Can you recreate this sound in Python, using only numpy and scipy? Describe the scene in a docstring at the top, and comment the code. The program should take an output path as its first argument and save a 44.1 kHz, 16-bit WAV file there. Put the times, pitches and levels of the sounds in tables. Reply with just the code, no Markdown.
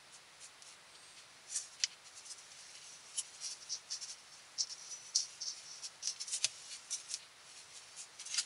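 """Paper rustles, crackles and snaps close by, as two hands fold a small figure in a quiet room.
Fingers slide over the sheet, it bends and its flaps ring. A thumbnail stutters along the creases
and squeaks once. Now and then a fold snaps through and rings its panel (the flat paper beside it);
in between, the shifting grip rustles faintly. The desk and nearby walls add a very short ring."""
import sys
import numpy as np
from scipy import signal
from scipy.fft import rfft, irfft, next_fast_len
from scipy.io import wavfile
from scipy.ndimage import uniform_filter1d, map_coordinates

SR = 44100
rng = np.random.default_rng(int(sys.argv[2]) if len(sys.argv) > 2 else 0)


def pcm_store(signal):
    """Save signal as 16-bit PCM."""
    levels = np.round(np.clip(np.atleast_2d(signal), -1, 1) * 32767)
    wavfile.write(sys.argv[1], SR, levels.astype(np.int16).T)


N = 372644
TIME = np.arange(N) / SR

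# The paper's tone colours, or how strong each pitch is: (frequency [Hz], level [dB per Hz])
SLIDE_COLOUR = [(200, -62), (1000, -20), (2000, -25.5), (3000, -13.5), (3800, -8), (4700, -13), (5800, 3),
                (7000, 3), (8000, -0.5), (10500, -1.5), (11200, -7)]  # skin sliding over the sheet
CREASE_COLOUR = [(300, -55), (2000, -42), (3400, -26), (4000, -16), (4450, -6.5), (4900, -7.5),
                 (5400, -1.5), (5800, -2), (6300, -5), (7000, -32), (8600, -28), (11000, -46.5)]  # a crease pressed lightly
PRESSED_COLOUR = [(300, -64), (2000, -49), (3500, -20.5), (4300, 2), (5500, 7.5), (6600, 2), (7500, -6.5),
                  (8600, -19), (11000, -42)]  # a crease pressed hard: wider and brighter
BEND_COLOUR = [(150, -55), (600, -19), (1000, -15.5), (1400, -5.5), (1900, -4.5), (2500, 5), (3100, 4.5),
               (3600, 3), (4600, 6.5), (6000, -10), (8000, -29), (11000, -55)]  # the sheet bending
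# Folds that snap through, and sharp catches of the nail as some of its runs start: (time [s], slide [dB],
# crease [dB], bend [dB], panel's lowest ring [Hz])
SNAPS = [(0.6225, -53.5, -54.5, -63, 3000), (1.801, -57, -65, -57.5, 2140),
         (1.8369, -66, -27, -35, 2160), (2.518, -60, -56, -61, 2520), (2.753, -60, -54, -63, 2500),
         (4.608, -60, -33.5, -65, 2240), (4.672, -60, -52, -67, 2700), (4.697, -56, -53, -64, 2700),
         (5.159, -40, -27, -70, 2800), (6.028, -57, -50, -59, 3000), (6.074, -41, -34.5, -49, 2870),
         (6.162, -70, -74, -58, 3040), (6.281, -51, -50, -68, 2880), (6.4446, -29.5, -32, -32.5, 2510),
         (6.909, -42, -57, -58, 2880), (7.14, -39, -36, -52, 2580), (8.197, -69, -48.5, -54, 2690),
         (8.344, -63, -36.5, -45.5, 2120)]
# A flap slips from under a finger and rings, low as it bends and high as its edge scrapes:
# (peak time [s], length [s], level [dB], bend [dB], low ring [Hz], low ring [dB], high ring [Hz],
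# high ring [dB]); the bend and ring levels are added to the level
FLAP_FLICKS = [(1.073, 0.53, -69, 2, 4700, -3, 8420, 3), (1.567, 0.053, -39.5, -21, 1800, -17, 8300, -3),
               (2.317, 0.057, -48, -24, 5130, -4, 8300, -5), (3.19, 0.044, -36, -16, 3025, -9, 10380, -1.5),
               (6.347, 0.084, -37.5, -13.5, 2700, -20, 8150, -9),
               (6.735, 0.096, -50.5, -1, 2400, -9, 4470, -1.5),
               (6.938, .07, -41, -10.5, 3700, -13, 5840, 2), (8.003, 0.091, -47, -14, 2700, -16, 6950, -8),
               (8.328, 0.11, -51, 2.5, 2690, -9, 6400, 4.5), (8.39, .045, -34.5, 0, 1430, -13.5, 4780, 0)]
# The thumbnail runs along a crease:
# (start [s], length [s], level [dB], skin rubbing beside it [dB, added to the level])
NAIL_RUNS = [(3.422, 0.1, -43.5, -3.5), (3.5, 0.047, -45.5, -7), (3.61, 0.038, -49, -15),
             (3.703, 0.066, -35.5, -25), (3.91, 0.065, -38, -11), (4.013, 0.055, -45.5, -3.5),
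             (4.074, 0.078, -49, -3.5), (4.18, .05, -56.5, -5), (4.321, 0.05, -58, -6),
             (4.588, 0.051, -31, -23.5), (4.698, 0.053, -44, -9.5), (4.781, 0.29, -55, -9),
             (4.904, 0.04, -47.5, -4.5), (5.153, 0.05, -30, -17), (5.182, .085, -40, -9.5),
             (5.411, 0.041, -38.5, -25), (5.457, 0.083, -40, -32), (5.66, 0.19, -54.5, -10),
             (5.826, 0.058, -44, -5.5), (6.031, 0.06, -41.5, -7.5), (6.074, 0.061, -41, -7.5),
             (6.203, 0.042, -42, -3.5)]
NAIL_BEND_DB = -7  # bending under the nail, added to the skin's level


def amp(db):
    """Turn decibels into a factor to multiply a sound by."""
    return 10 ** (np.asarray(db) / 20)


def unit(x):
    """Scale x to an average strength (rms) of 1."""
    return x / np.sqrt(np.mean(x ** 2) + 1e-20)


def colour(points, size):
    """Join (Hz, dB) points into a gain for every frequency of an FFT of this size."""
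    hz, db = np.transpose(points)
    grid_hz = np.fft.rfftfreq(size, 1 / SR)
    return unit(amp(np.interp(np.log(grid_hz + 1), np.log(hz), db)))


def noise(points):
    """Steady noise with the given tone colour, at strength 1."""
    size = next_fast_len(N + SR // 4)
    white = rfft(rng.standard_normal(size))
    return unit(irfft(white * colour(points, size), size)[:N])


def click(gain):
    """The sharpest click that has these gains at its frequencies, at energy 1."""
    cepstrum = irfft(np.log(gain + 1e-6))
    half = len(cepstrum) // 2
    cepstrum[1:half] *= 2  # folding the late half onto the early half packs the energy at the start
    cepstrum[half + 1:] = 0
    pulse = irfft(np.exp(rfft(cepstrum)))
    return pulse / np.linalg.norm(pulse)


def wobble(rate):
    """A smooth curve through `rate` random values a second."""
    return map_coordinates(rng.standard_normal(int(N * rate / SR) + 4), [TIME * rate])


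def add(track, s, sound):
    """Mix a sound into the track, starting at s seconds."""
    part = track[round(s * SR):][:len(sound)]
    part += sound[:len(part)]


def swell_db(t, rise, fall):
    """A stroke grips, then lets go: 20 dB down at `rise` seconds before its peak and `fall` after."""
    return -20 * np.where(t < 0, np.abs(t / rise) ** 2.5, np.abs(t / fall) ** 1.5)


def around(s, rise, fall):
    """The samples in which a stroke that peaks at s seconds is heard."""
    return slice(max(0, int((s - 2 * rise) * SR)), int((s + 3 * fall) * SR))


def finger_shape(peak, length):
    """A rub or flick swells and fades about evenly: (peak time [s], rise [s], fall [s])."""
    return peak, 0.48 * length, 0.52 * length


def nail_shape(start, length):
    """A run of the nail bites early and trails off: (peak time [s], rise [s], fall [s])."""
    return start + 0.38 * length, 0.55 * length, 0.71 * length


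def background():
    """The room's steady hiss, thin in the deep bass, with a faint, wavering low drone."""
    # The colour of the hiss: (frequency [Hz], level [dB per Hz])
    hiss_colour = [(15, -30), (25, -4), (44, -16), (149, -5), (229, -12), (635, -4.5), (1400, -2.5),
                   (1510, -4), (2050, -3), (3160, -6), (3500, -5.5), (3770, -4.5), (4750, -5.5),
                   (6610, -12), (11000, -14), (14300, -70), (22000, -120)]
    # The tones of the drone: (pitch [Hz], level [dB])
    drone_tones = [(84, -90), (146, -90)]
    drone = sum(amp(db) * unit(np.sin(2 * np.pi * hz * TIME + 1.56 * wobble(6.5)))
                for hz, db in drone_tones)
    hiss = noise(hiss_colour)
    bass = signal.filtfilt(*signal.butter(2, 75, fs=SR), hiss)
    return amp(-60) * (hiss - 0.6 * bass) + drone


def desk(x, t60, echo_db, ring_db):
    """The desk and walls add a ring and many quick echoes, which fade by 60 dB in t60 seconds."""
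    # Narrow rings of the space round the hands: (pitch [Hz], width [Hz], level [dB])
    space_rings = [(3800, 69, -8), (4213, 47, 13), (5000, 39, -17), (5360, 70, -17), (5820, 62, -6),
                   (6500, 75, 1), (6840, 37, 7)]
    t = np.arange(SR // 6) / SR
    onset = 1 - np.exp(-(t / 0.00072) ** 2)
    ring = onset * sum(amp(db) * np.exp(-np.pi * width * t) * np.cos(2 * np.pi * hz * t)
                       for hz, width, db in space_rings)
    ring = amp(ring_db) * ring / np.linalg.norm(ring)
    out, hop = np.zeros(N), SR // 8
    for start in range(0, N, hop):  # the echoes change as the hands move
        echoes = rng.standard_normal(len(t)) * amp(-60 * t / t60) * onset
        response = amp(echo_db) * echoes / np.linalg.norm(echoes) + ring
        response[0] += 1  # the sound that arrives directly
        response /= np.linalg.norm(response)
        add(out, start / SR, signal.oaconvolve(x[start:start + hop], response))
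    return out


def grip(fidget_db, fidget_rate):
    """The fingers keep shifting their hold: how strongly that slides, creases and bends the paper."""
    # The faint rustle of the hold: (time [s], level [dB])
    grip_levels = [(0, -78), (1.2, -75), (1.38, -72), (1.72, -69), (1.98, -77), (2.2, -63.5), (2.47, -65),
                   (2.85, -63), (3.05, -62.5), (3.4, -60.5), (4.26, -69), (5.55, -59.5), (5.94, -67),
                   (6.55, -58.5), (7.02, -62), (7.33, -76), (7.5, -62.5), (8.15, -66.5)]
    # Added to that level for each way of sounding: (slide [dB], crease [dB], bend [dB])
    grip_mix_db = [-0.5, -0.5, -3.5]
    level_db = np.interp(TIME, *np.transpose(grip_levels)) + fidget_db * wobble(fidget_rate)
    return amp(level_db + np.array(grip_mix_db)[:, None])


def thud(s, pitch_hz, db, t60):
    """The sharpest snap jolts the hand: a soft, low bump follows it."""
    out, t = np.zeros(N), np.arange(SR // 3) / SR
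    loudness = amp(db - 60 * t / t60) * (1 - np.exp(-t / 0.0069))
    add(out, s, loudness * np.sin(2 * np.pi * pitch_hz * t))
    return out


def squeak(pitch_hz, waver_hz, flutter_db):
    """Under steady pressure the nail's tiny slips lock into one thin, unsteady whistle."""
    # The nail squeaking on the pressed fold: (time [s], level [dB])
    squeak_levels = [(4.74, -111.5), (4.78, -68), (4.83, -64), (4.88, -66), (4.915, -51), (4.935, -44.5),
                     (4.96, -53.5), (5.02, -60), (5.1, -56), (5.12, -85)]
    level_db = np.interp(TIME, *np.transpose(squeak_levels), left=-120, right=-120)
    phase = 2 * np.pi * np.cumsum(pitch_hz + waver_hz * wobble(250)) / SR
    return amp(level_db + flutter_db * wobble(120)) * unit(np.sin(phase))


def ring_events():
    """All the paper's rings: (peak time [s], rise [s], fall [s], pitch [Hz], width [Hz], level [dB])."""
    # A snapped panel's rings: (pitch [times the lowest], width [Hz], level [dB, added to the bend])
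    panel_rings = [(1, 90, -2.5), (1.425, 100, -2), (1.97, 180, -1.5)]
    flap_width_share, snap_rise_s, panel_fall_s = 0.047, 0.001998, 0.012
    fold_hz, fold_width_hz, fold_db = 5580, 390, -7.5
    for s, length, db, _, low_hz, low_db, high_hz, high_db in FLAP_FLICKS:
        for hz, ring_db in ((low_hz, low_db), (high_hz, high_db)):
            yield *finger_shape(s, length), hz, flap_width_share * hz, db + ring_db
    for s, length, db, _ in NAIL_RUNS:  # the pressed fold rings under the nail
        yield *nail_shape(s, length), fold_hz, fold_width_hz, db + fold_db
    for s, *_, bend_db, hz in SNAPS:
        for multiple, width, db in panel_rings:
            yield s + snap_rise_s, snap_rise_s, panel_fall_s, multiple * hz, width, bend_db + db
    yield 6.446, snap_rise_s, 0.04, 646, 70, -54.5  # the sharpest snap knocks against the hand


def paper_rings():
    """Flaps, folds and panels ring; the slips that drive them jostle each tone and make it rough."""
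    out = np.zeros(N)
    for s, rise, fall, hz, width, db in ring_events():
        near = around(s, rise, fall)
        t = TIME[near] - s
        drift = uniform_filter1d(np.cumsum(rng.standard_normal(len(t))), size=40)
        jostle = drift * np.sqrt(2 * np.pi * width / SR)  # spreads the pitch over `width` Hz
        tone = np.sqrt(2) * np.sin(2 * np.pi * (hz * t + rng.random()) + jostle)
        out[near] += amp(db + swell_db(t, rise, fall)) * tone
    return out


def pressure(crease):
    """How hard the crease is pressed, from 0 (lightly) to 1 (hard): the louder, the harder."""
    return crease ** 2 / (crease ** 2 + amp(-34) ** 2)


def snap_events():
    """Each snap of a fold and catch of the nail: (time [s], slide [dB], crease [dB], bend [dB])."""
    for *snap, _ in SNAPS:
        yield snap
    for s, _, db, skin_db in NAIL_RUNS:
        catch_db = db - 10.5  # the nail catches with a small click as its run starts
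        yield s, catch_db + skin_db, catch_db, catch_db + skin_db + NAIL_BEND_DB


def snaps():
    """A fold gives way, or the nail catches, in one click that blends the paper's tone colours."""
    out = np.zeros(N)
    colours = (SLIDE_COLOUR, CREASE_COLOUR, PRESSED_COLOUR, BEND_COLOUR)
    powers = np.array([colour(points, size=1024) ** 2 for points in colours])
    for s, *levels_db in snap_events():
        slide, crease, bend = amp(levels_db) ** 2
        hard = pressure(np.sqrt(crease))
        shares = np.array([slide, (1 - hard) * crease, hard * crease, bend])
        energy = shares.sum() * SR / 100  # as much as 10 ms of steady sound at these levels
        add(out, s, np.sqrt(energy) * click(np.sqrt(shares @ powers)))
    return out


def strokes():
    """Rubs, flicks, nail runs: (peak time [s], rise [s], fall [s], slide [dB], crease [dB], bend [dB])."""
    # A fingertip rubs over the sheet and bends it:
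    # (peak time [s], length [s], level [dB], bend [dB, added to the level])
    finger_rubs = [(0.152, 0.082, -57, -7), (0.441, 0.096, -53.5, -7), (0.695, 0.14, -57.5, -3.5),
                   (0.955, 0.025, -63.5, 10), (1.195, 0.11, -62, 5), (1.575, .24, -47, -12),
                   (1.741, .06, -58.5, -10), (1.845, 0.14, -58.5, 5), (1.925, 0.076, -66, 9.5),
                   (2.072, 0.063, -55.5, -2.5), (2.18, 0.062, -55.5, -21), (2.275, 0.1, -54.5, -15),
                   (2.389, 0.053, -58, -14), (2.77, 0.069, -61, 3.5), (2.87, 0.18, -57.5, -3),
                   (3.185, 0.13, -50.5, -15), (3.355, .07, -57.5, -1), (6.293, 0.085, -47.5, -23),
                   (6.445, 0.088, -45, -2), (6.995, 0.1, -54.5, -3), (7.128, 0.12, -46, -6.5),
                   (7.225, 0.11, -69, 12.5), (7.773, 0.085, -55.5, -4), (8.213, .06, -52.5, 0),
                   (8.272, 0.051, -47, -12), (8.39, 0.13, -45, 0.5)]
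    for table, crease_db in ((finger_rubs, -3.5), (FLAP_FLICKS, -7)):
        for s, length, db, bend_db, *_ in table:
            yield *finger_shape(s, length), db, db + crease_db, db + bend_db
    for s, length, db, skin_db in NAIL_RUNS:
        yield *nail_shape(s, length), db + skin_db, db, db + skin_db + NAIL_BEND_DB


def efforts():
    """How strongly the paper slides, creases and bends over time: the grip plus all the strokes."""
    power = grip(fidget_db=2.0, fidget_rate=18) ** 2
    for s, rise, fall, *levels_db in strokes():
        near = around(s, rise, fall)
        power[:, near] += amp(np.array(levels_db)[:, None] + swell_db(TIME[near] - s, rise, fall)) ** 2
    return np.sqrt(power)


def slips(rate, unevenness, scatter_db):
    """Surfaces stick, then slip: tiny kicks of uneven size, typically 1 / rate seconds apart."""
    gap_draws, size_draws = rng.standard_normal((30000, 2)).T
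    at = (np.cumsum(np.exp(unevenness * gap_draws)) / rate * SR).astype(int)
    sizes = amp(scatter_db * np.clip(size_draws, -2, 1.5))
    return unit(np.bincount(at[at < N], sizes[at < N], N))


def sheet(kicks, points, hiss_db):
    """The sheet answers each slip with a click, and smooth rubbing adds a hiss of the same colour."""
    clicks = signal.oaconvolve(kicks, click(colour(points, size=1024)))[:N]
    return unit(unit(clicks) + amp(hiss_db) * noise(points))


def rubbing():
    """Skin hisses over the fibres, the bent sheet crackles lower, the nail stutters along the crease."""
    slide, crease, bend = efforts() * amp(0.97 * wobble(35))  # the fingers never move quite evenly
    fibres = sheet(slips(rate=1100, unevenness=0.7, scatter_db=7), SLIDE_COLOUR, hiss_db=0)
    crackle = sheet(slips(rate=550, unevenness=0.8, scatter_db=4), BEND_COLOUR, hiss_db=-3.5)
    nail = slips(rate=360, unevenness=0.45, scatter_db=4.5)
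    light = sheet(nail, CREASE_COLOUR, hiss_db=-4)
    pressed = sheet(nail, PRESSED_COLOUR, hiss_db=-4)
    hard = pressure(crease)
    stutter = (1 - hard) * light + hard * pressed
    return amp(2.34) * slide * fibres + amp(0.4) * crease * stutter + amp(0.3) * bend * crackle


def scene():
    """Paper being folded over the desk, with the room's hiss behind it, in one channel."""
    paper = desk(rubbing() + snaps(), t60=0.052, echo_db=0.5, ring_db=-23)
    whistle = squeak(pitch_hz=5911, waver_hz=18, flutter_db=1)
    bump = thud(6.452, pitch_hz=125, db=-48, t60=0.08)
    return (amp(-0.15) * paper + paper_rings() + whistle + bump + background())[None]


def record(dry):
    """The microphone's range ends steeply near 11 kHz; only a trace of hiss lies above."""
    mic_top_hz, hiss_top_hz = 11080, 15750
    size = next_fast_len(N + SR // 4)
    hz = np.fft.rfftfreq(size, 1 / SR)
    treble_cut = 1 / np.sqrt(1 + (hz / mic_top_hz) ** 240)
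    faint_hiss = amp(-79.5) * rfft(rng.standard_normal(size))
    spectrum = rfft(dry, size) * treble_cut + faint_hiss
    return irfft(spectrum * (hz < hiss_top_hz), size)[:, :N]


dry = scene()
out = record(dry)
pcm_store(out)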